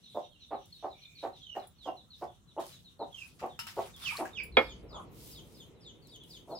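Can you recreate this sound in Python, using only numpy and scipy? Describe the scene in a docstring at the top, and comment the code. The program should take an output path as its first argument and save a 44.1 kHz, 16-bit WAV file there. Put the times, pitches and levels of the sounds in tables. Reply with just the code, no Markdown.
"""Hen and chicks in a village yard

A hen clucks in rough pulses from her throat while her chicks whistle short, falling peeps.
Someone washes food in a steel pan of water, and bangles clink now and then. Then a stone roller
lands on a grinding slab with one hard, ringing knock, and a hand sweeps garlic cloves together.
A small bird calls far off, and the house walls give a short echo."""
import sys
import numpy as np
from scipy import signal
from scipy.io import wavfile

SR = 44100
rng = np.random.default_rng(int(sys.argv[2]) if len(sys.argv) > 2 else 0)


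def transcribe(u):
    """Save the signal u as a 16-bit wav file named by the first command-line argument.

    u: samples, shape (n,) or (channels, n), limited to [-1, 1]; the rate is SR.
    q: integer samples, one column per channel.
    """
    v = np.clip(np.atleast_2d(u).T, -1, 1)
    q = np.round(v * 32767).astype(np.int16)
    wavfile.write(sys.argv[1], SR, q)


N = 290619
TIME = np.arange(N) / SR


def from_db(db):
    """Turn decibels into a number to multiply a sound by."""
    return 10 ** (np.asarray(db) / 20)


def unit_power(x):
    """Scale a sound so that its average power is 1."""
    return x / np.sqrt(np.mean(x ** 2) + 1e-20)


def at_hz(points, hz):
    """Read between the rows of a table of frequencies, spaced in octaves."""
    frequencies, values = np.transpose(points)
    return np.interp(np.log(hz), np.log(frequencies), values)


def cut(x, hz, kind, order=2):
    """Keep the lows, the highs or a band; a higher order cuts more sharply."""
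    sections = signal.butter(order, np.clip(hz, 10, .45 * SR), kind, fs=SR, output="sos")
    return signal.sosfilt(sections, x + 1e-18)


def resonance(x, hz, width_hz):
    """Let through the sound near one frequency, as a hollow space does."""
    r = np.exp(-np.pi * width_hz / SR)
    feedback = [1, -2 * r * np.cos(2 * np.pi * hz / SR), r * r]
    return signal.lfilter(np.array([1, 0, -1]) * (1 - r * r) / 2, feedback, x + 1e-18)


def drift(per_s, size=N):
    """A random wobble, about 1 in size, that heads for a new value per_s times a second."""
    return np.interp(np.arange(size) * per_s / SR, np.arange(4000), rng.standard_normal(4000))


def panned(x, pan_db):
    """Place a sound: positive pan_db is to the left, negative to the right."""
    return x * from_db([[pan_db / 2], [-pan_db / 2]])


def add(out, start_s, x):
    """Mix x into out, beginning at start_s."""
    i = max(round(start_s * SR), 0)
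    out[..., i:i + x.shape[-1]] += x[..., :max(N - i, 0)]


def loudness_curve(rows):
    """Join (time_s, level_db) points into a loudness that changes over time."""
    return from_db(np.interp(TIME, *np.transpose(rows)))


def stroke(start_s, length_s, rise, release_s):
    """Loudness of one movement: it builds over the share 'rise' of its length, holds, then fades."""
    build = np.clip((TIME - start_s) / (rise * length_s), 0, 1)
    return build * np.exp(-np.clip((TIME - start_s - length_s) / release_s, 0, 20))


# How alike noise is in the two ears: frequency_hz, likeness (0 to 1)
EAR_LIKENESS = [(60, 0.55), (400, 0.69), (1500, 0.073), (4000, 0.049), (12000, 0.063)]
def shaped_noise(spectrum, flicker_db, grains_per_s=0, spread_db=0):
    """Stereo noise, smooth or made of tiny clicks, in half-octave bands that each flicker."""
    feed = rng.standard_normal((2, 2, N))
    if grains_per_s:
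        sizes = from_db(spread_db * np.minimum(rng.exponential(1, N), 4))
        feed = feed * sizes * (rng.random((2, 1, N)) < grains_per_s / SR)
    out, edges = np.zeros((2, N)), 22 * 2 ** np.arange(0, 10, .5)
    for k, (low, high) in enumerate(zip(edges, edges[1:])):
        if high < spectrum[0][0] or low > spectrum[-1][0]:
            continue
        hz = np.sqrt(low * high)
        mid, side = cut(feed[k % 2], [low, high], "band")
        alike = np.clip(at_hz(EAR_LIKENESS, hz), 0, 1)
        gain = from_db(at_hz(spectrum, hz) + flicker_db * drift(25))
        out += gain * (np.sqrt(1 + alike) * mid + np.sqrt(1 - alike) * side * [[1], [-1]])
    return unit_power(out)


def struck(blows, tones, rattle, lag_ms=0, ear_radians=0):
    """Each blow rings all of an object's tones, which fade 60 dB in ring_s, with a gritty crunch."""
    out, t = np.zeros((2, N)), np.arange(SR // 2) / SR
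    ring = np.zeros((2, len(t)))
    for k, (hz, level_db, ring_s, pan_db) in enumerate(tones):
        tone = np.sin(2 * np.pi * hz * t - np.array([[0], [ear_radians]]))
        ring += (-1) ** k * panned(from_db(level_db - 60 * t / ring_s) * tone, pan_db)
    for start_s, strength_db in blows:
        for ear in (0, 1):
            add(out[ear], start_s + ear * lag_ms / 1000, from_db(strength_db) * ring[ear])
    size = SR // 25
    crunch = unit_power(rng.standard_normal((2, size)) * np.exp(-t[:size] / .007)) / np.sqrt(size)
    return out + rattle * signal.oaconvolve(out, crunch, axes=1)[:, :N]


def walls(x, early_db, tail_db, ring_s):
    """Add a few echoes from the ground and house fronts, then a blurred, fading tail."""
    t = np.arange(int(.7 * SR)) / SR
    mid, side = rng.standard_normal((2, len(t)))
    side = 0.75 * side + cut(side, 1276, "high")   # the ears differ more in the treble
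    tail = (mid + side * [[1], [-1]]) * from_db(-60 * t / ring_s) * np.clip(t / 0.015 - .3, 0, 1)
    echo = from_db(tail_db) * unit_power(tail) / np.sqrt(len(t))
    for k, delay_s in enumerate([.009, .0135, .024, .037]):
        for ear in (0, 1):
            echo[ear, int(delay_s * SR) + rng.integers(0, 6)] += from_db(early_db - 2.1 * k)
    return x + signal.oaconvolve(x * np.ones((2, 1)), echo, axes=1)[:, :N]


# Loudness of the outdoor air: time_s, level_db
AIR_LEVEL = [(0, -65), (2.6, -62.5), (3.3, -61), (4.1, -55.5), (5.0, -53), (6.1, -58.5), (6.59, -59)]
# Tone of the still air by the house and the fuller air by the slab: frequency_hz, level_db
HOUSE_AIR = [(35, -1), (60, 10), (146, 10.5), (389, -7.5), (803, -13.5), (1620, -14), (2840, -86),
             (3760, -46.5), (4970, -39), (5860, -25), (6580, -21), (14600, -28), (16000, -50)]
SLAB_AIR = [(24, -35.5), (40, -13.5), (91, -5), (130, 0.5), (200, -6.5), (448, -8), (514, -19),
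            (889, -20.5), (1150, -26), (1490, -31), (2400, -28.5), (3120, -63), (5280, -120)]
def yard_air(rumble_hz=55):
    """Still air gives way to fuller air and a faint hiss; a low rumble swells, then lingers."""
    by_slab = np.interp(TIME, [4.1, 4.45], [0, 1])
    calm = (1 - by_slab) * shaped_noise(HOUSE_AIR, flicker_db=2.7)
    fuller = by_slab * shaped_noise(SLAB_AIR, flicker_db=-0.2)
    hiss = by_slab * shaped_noise([(2000, -3), (5000, -3.5), (8000, 0), (15500, -10)], flicker_db=6.5)
    rumble = resonance(rng.standard_normal(N), rumble_hz, width_hz=20)
    rumble = unit_power(resonance(rumble, rumble_hz, width_hz=40))
    swell = from_db(-52) * stroke(4.3, 0.47, rise=0.4, release_s=0.19) + from_db(-69) * by_slab
    return loudness_curve(AIR_LEVEL) * (calm + fuller) + from_db(-74) * hiss + swell * rumble


# The far bird's loudness as it tires: time_s, level_db
BIRD_LEVEL = [(0, -62), (1.35, -61), (1.6, -72), (3.5, -70), (4.0, -90)]
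# The lower band of its voice: frequency_hz, level_db
BIRD_VOICE = [(2800, -22), (3300, 0.5), (3900, 5), (4500, -18.5)]
def far_bird(first_s=.06, every_s=.191, half_note_s=.042, upper_hz=5850):
    """A small bird repeats one note, smeared by distance into two soft bands over faint chatter."""
    from_note_s = (TIME - first_s + every_s / 2) % every_s - every_s / 2
    swell = loudness_curve(BIRD_LEVEL) * np.exp(-(from_note_s / half_note_s) ** 2)
    lower = unit_power(cut(shaped_noise(BIRD_VOICE, flicker_db=2), 4400, "low", order=8))
    upper = resonance(rng.standard_normal((2, N)), upper_hz, width_hz=450)
    upper = unit_power(resonance(upper, upper_hz, width_hz=450))
    chatter = from_db(-79) * lower
    return swell * (from_db(-5) * lower + from_db(-9) * upper) + chatter


# Bangles touching: start_s, strength_db
BANGLE_CLINKS = [(1.672, 1), (4.4353, 7), (4.452, -1), (4.505, -25)]
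# The tones they ring with: pitch_hz, level_db, ring_s, pan_db
BANGLE_TONES = [(7400, -55, .06, 0), (9470, -48, .06, -3), (10550, -50, .04, 0), (11150, -50, .05, 0),
                (14720, -50, .05, -2), (15430, -50, .05, -3)]
def bangles():
    """Bangles knock together and ring, very high and very briefly."""
    return from_db(-9) * struck(BANGLE_CLINKS, BANGLE_TONES, rattle=0.7, lag_ms=-.1)


# Knocks that ring the pan, a bangle's and lastly a splash's: start_s, strength_db
PAN_KNOCKS = [(3.5912, 2), (3.602, -19), (3.6105, -7), (3.669, -6.5)]
# Tones of the pan with water in it: pitch_hz, level_db, ring_s, pan_db
PAN_TONES = [(940, -50.5, 0.38, 1), (1296, -60, 0.4, 4), (1385, -37, 0.029, 13), (2730, -44.5, 0.028, -22),
             (2945, -47, 0.2, 3), (3740, -54, 0.13, 6), (5140, -47, 0.085, 9), (5210, -50, 0.13, 25),
             (5640, -53, 0.053, 7), (7420, -48, 0.044, -2), (9030, -66, 0.08, 6), (10800, -67, .07, -3),
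             (11830, -66, .07, -2), (13100, -56, 0.064, -16)]
def steel_pan():
    """The steel pan rings and rattles when a bangle knocks against it or water splashes into it."""
    return from_db(-1.5) * struck(PAN_KNOCKS, PAN_TONES, rattle=0.93, lag_ms=0.19)


# Hands moving through the water: start_s, length_s, spray_db, slosh_db
WASH_STROKES = [(0.044, 0.16, -73, -88), (0.66, 0.037, -74.5, -101), (1.202, 0.042, -71, -68),
                (1.355, 0.016, -72, -94), (1.544, 0.03, -63, -56), (1.806, 0.065, -73.5, -90),
                (2.136, 0.1, -72.5, -88), (2.591, 0.028, -59, -59.5), (2.636, 0.086, -60, -74),
                (3.102, 0.17, -66, -73.5), (3.389, 0.017, -61.5, -60), (3.424, 0.013, -89, -60.5),
                (3.589, 0.0096, -49, -56.5), (3.663, 0.027, -54, -50.5), (3.745, 0.12, -59.5, -59.5),
                (3.957, 0.22, -52, -52.5), (4.248, 0.011, -63, -53.5)]
# Tone of the spray: frequency_hz, level_db
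SPRAY_TONE = [(1800, -15), (2800, -5.5), (4000, 1.5), (5500, -6), (8000, -7), (12000, -10), (15500, -8.5)]
def washing(trickle_end_s=4.5):
    """Stirring makes fine spray, a wet crackle and a slosh of small bubbles."""
    spray = from_db(-82.5 + 4 * drift(4)) * (TIME < trickle_end_s)   # a trickle between strokes
    slosh = np.zeros(N)
    for start_s, length_s, spray_db, slosh_db in WASH_STROKES:
        push = stroke(start_s, length_s, rise=0.58, release_s=0.039)
        spray += from_db(spray_db) * push
        slosh += from_db(slosh_db) * push
    mist = shaped_noise(SPRAY_TONE, flicker_db=5, grains_per_s=8100, spread_db=0.5)
    crackle = shaped_noise(SPRAY_TONE, flicker_db=2, grains_per_s=350, spread_db=2)
    bubble_tone = [(600, -21.5), (950, 0.5), (1350, 10.5), (1900, -2), (2800, 7.5)]
    bubbles = shaped_noise(bubble_tone, flicker_db=-3, grains_per_s=1500, spread_db=3)
    return from_db(2.5) * (spray * mist + slosh * bubbles) + from_db(-3) * spray * crackle


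# Single drops in the pan: start_s, pitch_hz, rise_octaves_per_s, ring_s, level_db
WATER_DROPS = [(2.58, 2670, 31, 0.18, -57), (4.053, 3320, 0.82, .04, -52), (4.111, 1190, 7.3, 0.1, -41),
               (4.125, 898, 6.5, .09, -40), (4.153, 1110, 6.8, .05, -34.5), (4.17, 3940, 89, 0.016, -28),
               (4.254, 1582, 6.9, 0.063, -36.5)]
def drops():
    """Each drop is a quick plink that rises in pitch by up to half an octave."""
    out, t = np.zeros((2, N)), np.arange(SR // 16) / SR
    for start_s, pitch_hz, rise, ring_s, level_db in WATER_DROPS:
        phase = 2 * np.pi * np.cumsum(pitch_hz * 2 ** np.minimum(rise * t, .5)) / SR
        loudness = from_db(level_db - 60 * t / ring_s) * (1 - np.exp(-t / 0.00056))
        add(out, start_s, np.sin(phase) * loudness)
    return out


# Small splashes and the snap of dry skins: start_s, level_db, pan_db
SNAPS = [(0.657, -52, 0), (2.599, -57, -2), (2.6653, -42.5, -2), (3.4617, -51, -8), (3.5916, -45, 0),
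         (3.669, -38.5, 0), (3.964, -45, 0), (4.255, -45.5, 2), (4.57, -43, -7.5), (6.0716, -50.5, -4.5),
         (6.159, -54.5, -14.5), (6.2362, -53, -6)]
def snaps(gain_db=-5, snap_s=0.0045, spatter_s=0.007):
    """Tiny bright bursts of noise, each with a short spatter after it."""
    out, t = np.zeros((2, N)), np.arange(SR // 10) / SR
    fade = np.exp(-t / snap_s) + 0.11 * np.exp(-t / spatter_s)
    for start_s, level_db, pan_db in SNAPS:
        burst = cut(rng.standard_normal((2, len(t))) * fade, 3200, "high")
        add(out, start_s, panned(burst, pan_db) * from_db(level_db + gain_db))
    return out


# Cloves rustling over the slab, first shifted as the roller lands, then swept by hand: start_s, length_s,
# level_db
CLOVE_RUSTLES = [(4.575, .04, -61.5), (5.101, 0.22, -54), (5.4, 0.21, -66), (6.236, 0.099, -63.5),
                 (6.475, 0.041, -67.5)]
# Tone of their dry skins: frequency_hz, level_db
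SKIN_TONE = [(2000, -10), (3000, 2), (5000, 2.5), (8000, 1.5), (12000, 2.5), (15500, 2)]
def garlic_cloves():
    """Dry garlic skins rustle in thousands of tiny clicks as they are shifted and swept together."""
    sweeps = sum(from_db(level_db) * stroke(start_s, length_s, rise=.7, release_s=.06)
                 for start_s, length_s, level_db in CLOVE_RUSTLES)
    return sweeps * shaped_noise(SKIN_TONE, flicker_db=2, grains_per_s=9000, spread_db=2)


# Tone of the scuff: frequency_hz, level_db
SCUFF_TONE = [(400, -15), (700, -4), (1000, -8.5), (1250, 1), (1600, -17.5), (2500, -33)]
def scuff(start_s=4.89, length_s=0.11, level_db=-42.5):
    """One short, dull scuff that swells and stops."""
    rub = unit_power(cut(shaped_noise(SCUFF_TONE, flicker_db=5), 1260, "low", order=8))
    return from_db(level_db) * stroke(start_s, length_s, rise=0.76, release_s=0.042) * rub


# The roller hitting the slab: start_s, strength_db
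ROLLER_KNOCKS = [(4.5693, 0), (4.5831, -9)]
# Tones of roller and slab: pitch_hz, level_db, ring_s, pan_db
STONE_TONES = [(305, -34, .14, -2), (370, -36, .1, -2), (450, -29, .13, -2), (528, -19.5, .13, -6),
               (610, -27, .07, -4), (688, -23, .1, -6), (765, -24, .07, -5), (880, -25, .11, -4),
               (1058, -31, .1, 0), (1288, -25, .09, 2), (1530, -35, .07, 1), (1755, -29, .07, 0),
               (1815, -32, .06, 0), (2170, -22, .12, -4), (2340, -25, .1, -2), (2400, -19, .065, -2),
               (3332, -20, .057, -1), (3560, -27, .035, 2), (3800, -28, .03, 3), (4700, -33, .02, 3),
               (6500, -46, .05, 0)]
# The soft bump as the roller settles: frequency_hz, level_db
BUMP_TONE = [(300, -9), (430, -2), (600, -7), (800, -31), (1200, -38)]
def stone_roller(thud_s=0.025, grit_s=0.1096):
    """Stone lands on stone, rocks once and rings over a thud; grit trickles and the roller settles."""
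    out = struck(ROLLER_KNOCKS, STONE_TONES, rattle=.1, lag_ms=.02, ear_radians=1.15)
    t = np.arange(SR // 4) / SR
    for start_s, strength_db in ROLLER_KNOCKS:
        thud = unit_power(cut(rng.standard_normal(len(t)), [220, 1300], "band"))
        grit = unit_power(cut(rng.standard_normal((2, len(t))), [4400, 5300], "band"))
        crunch = from_db(-24) * thud * np.exp(-t / thud_s) + from_db(-57) * grit * np.exp(-t / grit_s)
        add(out, start_s, from_db(strength_db) * crunch)
    knock = from_db(3.5) * cut(cut(out, 4900, "low", order=8), 150, "high")
    settle = from_db(-49) * stroke(4.828, .025, rise=0.36, release_s=0.017)
    bump = settle * shaped_noise(BUMP_TONE, flicker_db=5.5)
    return walls(knock, early_db=-26, tail_db=-19.5, ring_s=.36) + bump


def chick_voice(pitch_hz, swell, waver, flutter_db, octave_db, rasp=.1):
    """An unsteady whistle with a fast rasp; below 3850 Hz a faint tone an octave up joins in."""
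    size = len(pitch_hz)
    phase = 2 * np.pi * np.cumsum(pitch_hz * (1 + waver * drift(600, size))) / SR
    loudness = swell * signal.windows.tukey(size, .3) * from_db(flutter_db * drift(200, size))
    loudness *= 1 + rasp * drift(2000, size)
    octave = from_db(octave_db) * np.clip((3850 - pitch_hz) / 220.8, 0, 1)
    return loudness * (np.sin(phase) + octave * np.sin(2 * phase))


PEEP_GLIDE_S, PEEP_FALL_OCTAVES = 0.05, .26
def peep(glide_s, from_hz, to_hz, octave_db):
    """A short whistle that arches over and falls, loudest in the middle; no two are quite alike."""
    stretch, bow = rng.uniform(-1, 1, 2)
    size = int(1.3 * glide_s * (1 + 0.14 * stretch) * SR)
    progress = np.linspace(-.1, 1.2, size)   # the note runs past both ends of the glide
    fall = progress + (.2 + .3 * bow) * progress * (progress - 1)
    pitch_hz = from_hz * (to_hz / from_hz) ** fall
    swell = np.interp(progress, [0, .5, 1], [.6, 1, .55])
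    return chick_voice(pitch_hz, swell, waver=.018, flutter_db=4, octave_db=octave_db)


def far_chicks(per_s=16):
    """The rest of the brood peeps at random further away, more softly in the middle of the scene."""
    out = np.zeros(N)
    for k, (when, high, soft) in enumerate(rng.random((int(per_s * N / SR), 3))):
        start_s, from_hz = (k + when) / per_s, 3700 + 700 * high
        level_db = -67 + np.interp(start_s, [1.4, 2.2, 5, 6], [-3, -19.5, -12, -1.5]) - 4.7 * soft
        note = peep(PEEP_GLIDE_S, from_hz, from_hz / 2 ** PEEP_FALL_OCTAVES, octave_db=-30)
        add(out, start_s, note * from_db(level_db))
    return walls(out, early_db=-9, tail_db=-4, ring_s=0.304)


# Peeps of the nearest chicks: start_s, pitch_hz, level_db, pan_db
NEAR_PEEPS = [(.035, 4200, -57, -2), (0.08, 4050, -59, -2), (0.125, 4060, -59, 2), (.228, 3920, -60, -5),
              (.315, 3340, -64, -8), (0.405, 4235, -55, -1), (.46, 4060, -64.5, -2), (.541, 4230, -60, 0),
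              (.723, 4415, -55.5, 1), (.775, 4120, -63.5, -9), (0.902, 4235, -56.5, -1),
              (1.017, 4300, -55, 0), (1.153, 4450, -54.5, 1), (1.188, 4405, -54, -2),
              (1.33, 4170, -58.5, -1), (1.41, 4280, -57, -3), (1.595, 4200, -57, -2),
              (1.969, 4200, -55, -4), (2.106, 4310, -54.5, 0), (2.27, 3690, -65.5, -1),
              (2.473, 4130, -64, -1), (2.728, 4120, -56, -1), (2.846, 4260, -59, 1),
              (2.992, 4320, -55.5, 3), (3.495, 3870, -59, -2), (3.931, 3850, -57, -1),
              (4.524, 4250, -60.5, -5), (6.02, 4620, -64, 7), (6.2, 3585, -58, 0.5), (6.505, 4470, -60, 1)]
def chick_peeps(gain_db=1.5):
    """The nearest chicks give short peeps from left and right."""
    out = np.zeros((2, N))
    for start_s, pitch_hz, level_db, pan_db in NEAR_PEEPS:
        note = peep(PEEP_GLIDE_S, pitch_hz, pitch_hz / 2 ** PEEP_FALL_OCTAVES, octave_db=-26.5)
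        add(out, start_s - PEEP_GLIDE_S / 10, panned(note * from_db(level_db + gain_db), pan_db))
    return out


# Long falling cries: start_s, length_s, from_hz, to_hz, level_db, strain (0 to 1)
LONG_CRIES = [(1.395, 0.17, 3420, 2770, -56.5, 0.12), (1.777, .13, 4550, 2634, -56, 0.35),
              (3.116, 0.13, 3475, 2368, -50, 0.38), (4.017, .11, 3744, 2198, -40.5, 0.7),
              (4.328, .092, 3830, 2210, -41.5, 0.92)]
# The course of a fully strained cry: share_of_length, share_of_fall, loudness (all 0 to 1)
STRAINED_CRY = [(0, 0.051, 0.3), (.3, 0.17, .35), (0.549, .68, 0.87), (.8, .92, .9), (1, 1, 0.41)]
def chick_cries(gain_db=4.5, pan_db=-7.5):
    """An easy cry glides evenly; a strained one drops, then levels out as it swells and turns raspy."""
    out = np.zeros((2, N))
    shares, falls, loudness = np.transpose(STRAINED_CRY)
    for start_s, length_s, from_hz, to_hz, level_db, strain in LONG_CRIES:
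        progress = np.linspace(0, 1, int(length_s * SR))
        fall = progress + strain * (np.interp(progress, shares, falls) - progress)
        pitch_hz = from_hz * (to_hz / from_hz) ** fall
        swell = np.interp(progress, shares, loudness) ** ((1 + strain) / 2)
        cry = chick_voice(pitch_hz, swell, waver=0.011 + .045 * strain * progress,
                          flutter_db=5.5, octave_db=-19.5, rasp=0.22 * strain * progress)
        add(out, start_s, panned(cry * from_db(level_db + gain_db), pan_db))
    return out


# Calls of one chick by the slab: start_s, level_db, opener_db (compared with the main note)
TWO_PART_CALLS = [(4.677, -51, -9), (4.927, -55, -8), (5.353, -54, -4), (5.583, -57.5, -6),
                  (5.847, -56, -5), (6.118, -54.5, -9), (6.332, -53, -4), (6.585, -55, 0)]
def chick_calls(gain_db=3.5):
    """One chick repeats a call: a high opening peep just ahead of a lower main note."""
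    out = np.zeros((2, N))
    for start_s, level_db, opener_db in TWO_PART_CALLS:
        place = panned(from_db(level_db + gain_db), pan_db=1)
        opener = from_db(opener_db) * peep(.04, from_hz=5400, to_hz=4140, octave_db=-30)
        main_note = peep(.051, from_hz=3880, to_hz=3046, octave_db=-11)
        add(out, start_s - .043, place * opener)
        add(out, start_s - .0051, place * main_note)
    return out


def near_chicks(ear_lag_s=.00006, far_wall_s=.043, far_wall_db=-14):
    """Peeps, cries, calls and one long, level whistle, all thrown back by a far wall."""
    out = chick_peeps() + chick_cries() + chick_calls()
    held_hz = np.full(int(0.32 * SR), 2380)
    whistle = chick_voice(held_hz, from_db(-70.5), waver=.04, flutter_db=4.5, octave_db=-40)
    add(out, 0.92, panned(whistle, pan_db=-19))
    out[1] = np.interp(TIME - ear_lag_s, TIME, out[1])   # the right ear hears them a little later
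    add(out, far_wall_s, from_db(far_wall_db) * out[::-1])   # the echo swaps left and right
    return walls(out, early_db=-9.5, tail_db=-4, ring_s=0.23)


# The hen's clucks: start_s, length_s, pitch_hz (near the top of the leap), level_db
HEN_CLUCKS = [(0.146, 0.054, 335.4, -32), (.507, 0.055, 384.4, -34), (0.826, 0.058, 373.8, -34.5),
              (1.226, 0.052, 384.3, -33), (1.55, 0.044, 365.4, -34.5), (1.854, 0.054, 362, -33),
              (2.211, 0.045, 377, -35), (2.565, 0.051, 342.5, -33), (2.993, 0.053, 341, -34.5),
              (3.412, 0.061, 369.4, -33.5), (3.765, 0.045, 349.5, -30), (4.183, .062, 378.4, -31.5),
              (6.475, 0.091, 322.5, -39.5)]
def hen(roughness=0.078, usual_pitch_hz=367.3, gain_db=-6):
    """A cluck is a rough run of pulses that leaps up in pitch and sags, through a nearly closed beak."""
    out = np.zeros((2, N))
    for start_s, length_s, pitch_hz, level_db in HEN_CLUCKS:
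        size = int(length_s * SR)
        progress = np.arange(size) / size
        leap = np.interp(progress, [0, .35, .65, 1], [0.2852, 1, 1.02, 0.69])
        pulse_hz = pitch_hz * leap * (1 + roughness * drift(307.5, size))
        pulses = np.diff(np.floor(np.cumsum(pulse_hz) / SR), prepend=-1)   # one click per cycle
        pulses *= 1 + drift(393.8, size)
        raspy = unit_power(pulses) + rng.standard_normal(size)
        swell = np.interp(progress, [0, .2, .42, .7, 1], [.2, .6, 1, .7, .1])
        source = np.pad(raspy * swell, (0, 900))   # leave time for the throat to ring
        # A higher cluck has a higher throat resonance and a more open beak.
        throat = resonance(source, 1.75 * pitch_hz, width_hz=330)
        throat = throat - 0.32 * resonance(source, 953, 276) + 0.12 * resonance(source, 360, 170)
        beak_opening = from_db(-16 + 0.25 * (pitch_hz - usual_pitch_hz))
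        muffled = cut(cut(throat, 1130, "low", order=8), 240, "high", order=3)
        cluck = unit_power(muffled + beak_opening * cut(throat, 2000, "low"))
        pan_db = np.interp(start_s, [2, 3], [-2.2, 0])   # she drifts from the right to the middle
        add(out, start_s, panned(cluck, pan_db) * from_db(level_db + gain_db))
    return walls(out, early_db=-11.5, tail_db=-0.5, ring_s=0.22)


def scene():
    """Mix the washing, the birds, the work on the slab and the air of the yard."""
    metal = steel_pan() + bangles()
    on_slab = garlic_cloves() + scuff()
    chores = walls(washing() + drops() + metal + snaps(), early_db=-11, tail_db=-16.5, ring_s=0.3)
    birds = hen() + near_chicks() + far_chicks() + far_bird()
    return birds + chores + on_slab + stone_roller() + yard_air()


def record(dry, cutoff_hz=15800):
    """Cut away the very highest treble, steeply."""
    return signal.sosfilt(signal.ellip(10, .1, 80, cutoff_hz, fs=SR, output="sos"), dry)


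dry = scene()
out = record(dry)
transcribe(out)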